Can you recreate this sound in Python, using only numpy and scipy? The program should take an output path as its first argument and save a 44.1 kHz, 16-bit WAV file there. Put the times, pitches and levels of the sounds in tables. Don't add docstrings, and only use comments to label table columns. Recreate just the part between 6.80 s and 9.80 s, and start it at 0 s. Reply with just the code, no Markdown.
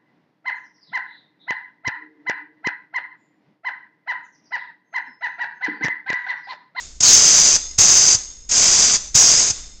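import sys
import numpy as np
from scipy import signal
from scipy.fft import rfft, irfft, next_fast_len
from scipy.io import wavfile
from scipy.ndimage import map_coordinates

SR = 44100
rng = np.random.default_rng(int(sys.argv[2]) if len(sys.argv) > 2 else 0)


def inscribe(sig):
    pcm = np.round(np.clip(np.atleast_2d(sig).T, -1, 1) * 32767)
    wavfile.write(sys.argv[1], SR, pcm.astype(np.int16))


N = 132300


def amp(db):
    return 10 ** (np.asarray(db) / 20)


def unit(x):
    return x / np.sqrt(np.mean(np.abs(x) ** 2) + 1e-20)


def along(points, hz):
    f, v = np.transpose(points)
    return np.interp(np.log(hz + 1), np.log(f + 1), v)


def filtered(x, response):
    size = next_fast_len(N + SR // 2)
    return irfft(rfft(x, size) * response(np.fft.rfftfreq(size, 1 / SR)), size)[:N]


def noise(spectrum):
    return unit(filtered(rng.standard_normal(N), lambda hz: amp(along(spectrum, hz))))


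def wobble(hz):
    return map_coordinates(rng.standard_normal(N // 20), [np.arange(N) * hz / SR], mode="wrap")


def resonance(hz, width_hz):
    skirt = lambda f: 1 / (1 + (f / width_hz) ** 2)
    in_phase, quadrature = (filtered(rng.standard_normal(N), skirt) for _ in range(2))
    phase = 2 * np.pi * np.cumsum(hz * np.ones(N)) / SR
    return unit(in_phase * np.cos(phase) + quadrature * np.sin(phase))


def rise(t, seconds):
    return 1 - np.exp(-np.maximum(t, 0) / seconds)


def background(t):
    # f/Hz, relative level/dB
    rumble_spectrum = [(20, 6), (55, 0), (80, -15), (250, -19), (450, -25), (800, -37), (3000, -37),
                       (7000, -35), (8500, -41), (9500, -55)]
    rumble_db, hum_hz, hum_db = -44, 58, -52
    hum = unit(np.sin(2 * np.pi * hum_hz * t))
    return amp(rumble_db) * noise(rumble_spectrum) + amp(hum_db) * hum


def reverberation(x):
    # f/Hz, T60/s
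    decay_times = [(200, .4), (2000, .39), (7000, .36)]
    hz, t, spectra = signal.stft(rng.standard_normal(SR // 2), SR, nperseg=256)
    decay = amp(-60 * t / along(decay_times, hz)[:, None])
    _, tail = signal.istft(spectra * decay, SR, nperseg=256)
    return signal.fftconvolve(x, tail / np.linalg.norm(tail))[:N]


def piston_tick(t):
    # f/Hz, relative level/dB
    tick_spectrum = [(500, -25), (1800, -3), (3000, 0), (4500, 0), (8000, -20), (9300, -50)]
    strike_s, level_db, decay_s = 2.098, -15, .002
    envelope = (t > strike_s) * (1 - rise(t - strike_s, decay_s))
    return amp(level_db) * envelope * noise(tick_spectrum)


def piston_whistles(t):
    # start t/s, end t/s, first f/Hz, last f/Hz, width/Hz, level/dB
    glides = [(.222, .32, 5100, 3950, 450, -17), (.28, .44, 6000, 4750, 220, -19),
              (.76, .96, 4850, 5150, 45, -42), (1.14, 1.36, 5150, 4700, 130, -22.5),
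              (2.15, 2.33, 5900, 6150, 90, -36.5), (2.35, 2.52, 5950, 5580, 150, -17),
              (2.42, 2.52, 4900, 4520, 140, -23.5), (2.50, 2.62, 4750, 5450, 160, -22)]
    sound = np.zeros(N)
    for start, end, first_hz, last_hz, width_hz, db in glides:
        travel = np.clip((t - start) / (end - start), 0, 1)
        swell = 2 * np.sqrt(travel * (1 - travel))
        sound += amp(db) * swell * resonance(first_hz + (last_hz - first_hz) * travel, width_hz)
    return sound


def valve_kicks(t):
    # t/s, thump level/dB, spit level/dB (both before the envelope)
    kicks = [(.205, -29, -13.5), (.985, -21.5, -11.5), (1.349, -27.5, -20), (1.712, -42, -19),
             (2.350, -19.5, -12), (2.703, -28, -19)]
    # f/Hz, relative level/dB
    spit_spectrum = [(100, -20), (3000, -20), (4400, -14), (5200, -1), (6600, 0), (7500, -6), (8500, -22),
                     (9300, -55)]
    thump_hz, thump_rise_s, thump_decay_s = 105, .002, .008
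    spit_rise_s, spit_decay_s = .0015, .007
    thump, spit = np.zeros((2, N))
    for start, thump_db, spit_db in kicks:
        age = t - start
        thump_envelope = 2 * rise(age, thump_rise_s) * (1 - rise(age, thump_decay_s))
        spit_envelope = 2 * rise(age, spit_rise_s) * (1 - rise(age, spit_decay_s))
        thump += amp(thump_db) * thump_envelope * np.sin(2 * np.pi * thump_hz * age)
        spit += amp(spit_db) * spit_envelope
    return thump + spit * noise(spit_spectrum)


def airflow(t):
    # valve cracks t/s, opens fully t/s, shuts t/s, level/dB,
    # initial shortfall/dB, final sag/dB; port tone in the blast, bleed and port tone in the bleed,
    # each as relative level/dB; limiting fractional pitch drop
    pulls = [(-.65, -.63, -.12, -12, 0, 4, -7, -14.5, -24, .03),
             (.202, .226, .766, -10.7, 5, 5.4, -1, -19.5, -16, .06),
             (.979, .985, 1.354, -12.5, 0, 4.8, 0, -19, -16, .062),
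             (1.690, 1.712, 2.162, -12.4, 6, 3.5, -5.5, -18.5, -23, .07),
             (2.343, 2.350, 2.712, -11.8, 0, 9.5, -3, -19.5, -26, .035)]
    half_open, attack_s, release_s = amp(-7), .003, .007
    build_s, sag_power = .045, 1.8
    bleed_db_per_s, port_db_per_s, ring_db_per_s = 88, 74, 58
    chill_s, warm_s = .11, .11
    blast, blast_port, bleed, bleed_port, ring, drop = np.zeros((6, N))
    for crack, full, shut, db, build_db, sag_db, port_db, bleed_db, bleed_port_db, chill in pulls:
        valve = half_open * rise(t - crack, attack_s) + (1 - half_open) * rise(t - full, attack_s)
        closed, since_shut = rise(t - shut, release_s), np.maximum(t - shut, 0)
        spent = np.clip((t - full) / (shut - full), 0, 1)
        shortfall_db = build_db * (1 - rise(t - full, build_s))
        flow = valve * (1 - closed) * amp(db - sag_db * spent ** sag_power - shortfall_db)
        blast += flow
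        blast_port += flow * amp(port_db)
        bleed += closed * amp(db + bleed_db - bleed_db_per_s * since_shut)
        bleed_port += closed * amp(db + bleed_port_db - port_db_per_s * since_shut)
        ring += closed * amp(db - ring_db_per_s * since_shut)
        drop += chill * rise(t - crack, chill_s) * np.exp(-since_shut / warm_s)
    return blast, blast_port, bleed, bleed_port, ring, 1 - drop


def exhaust(t):
    # f/Hz, relative level/dB
    jet_spectrum = [(30, -18), (120, -16), (300, -16.5), (1000, -16.7), (2200, -15.6), (3400, -15),
                    (4250, -12.5), (4780, -5.6), (5600, -3.5), (6400, 0), (6950, -.3), (7500, -5.4),
                    (8000, -15.7), (8500, -20), (8900, -29), (9400, -55)]
    # f/Hz, relative level/dB
    bleed_spectrum = [(100, -12), (1000, -14), (3200, -13), (4500, -5), (5600, -4), (7000, 0), (7500, -3),
                      (8000, -14), (8500, -17), (9200, -50)]
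    # f/Hz at rest; width/Hz, relative level/dB in the blast; the same in the bleed
    chamber_modes = [(2090, 120, -37, 20, -45), (2920, 120, -33, 25, -49), (3640, 200, -26, 22, -36),
                     (5170, 150, -11, 35, -33), (5420, 200, -16, 40, -36), (6400, 260, -11, 130, -32),
                     (7660, 300, -20, 110, -43)]
    port_hz = 6630
    flutter_db, flutter_hz, sputter_db, sputter_hz = .6, 35, 1.1, 350
    blast, blast_port, bleed, bleed_port, ring, pitch = airflow(t)
    air = blast * noise(jet_spectrum) + bleed * noise(bleed_spectrum)
    air += blast_port * resonance(port_hz * pitch, width_hz=230)
    air += bleed_port * resonance(port_hz * pitch, width_hz=85)
    for hz, blast_width, blast_db, bleed_width, bleed_db in chamber_modes:
        air += blast * amp(blast_db) * resonance(hz * pitch, blast_width)
        air += ring * amp(bleed_db) * resonance(hz * pitch, bleed_width)
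    return air * amp(flutter_db * wobble(flutter_hz) + sputter_db * wobble(sputter_hz))


def scene():
    t = np.arange(N) / SR
    reverberant_db = -15
    tool = exhaust(t) + piston_whistles(t) + valve_kicks(t) + piston_tick(t)
    return (background(t) + tool + amp(reverberant_db) * reverberation(tool))[None]


def record(dry):
    # f/Hz, level/dB
    rolloff = [(8700, 0), (9400, -25), (10500, -60)]
    ceiling, knee, top_hz = .7, 14, 16100
    dulled = filtered(dry[0], lambda hz: amp(along(rolloff, hz)))
    saturated = dulled / (1 + np.abs(dulled / ceiling) ** knee) ** (1 / knee)
    return filtered(saturated, lambda hz: np.clip((top_hz - hz) / 300, 0, 1))[None]


dry = scene()
out = record(dry)
inscribe(out)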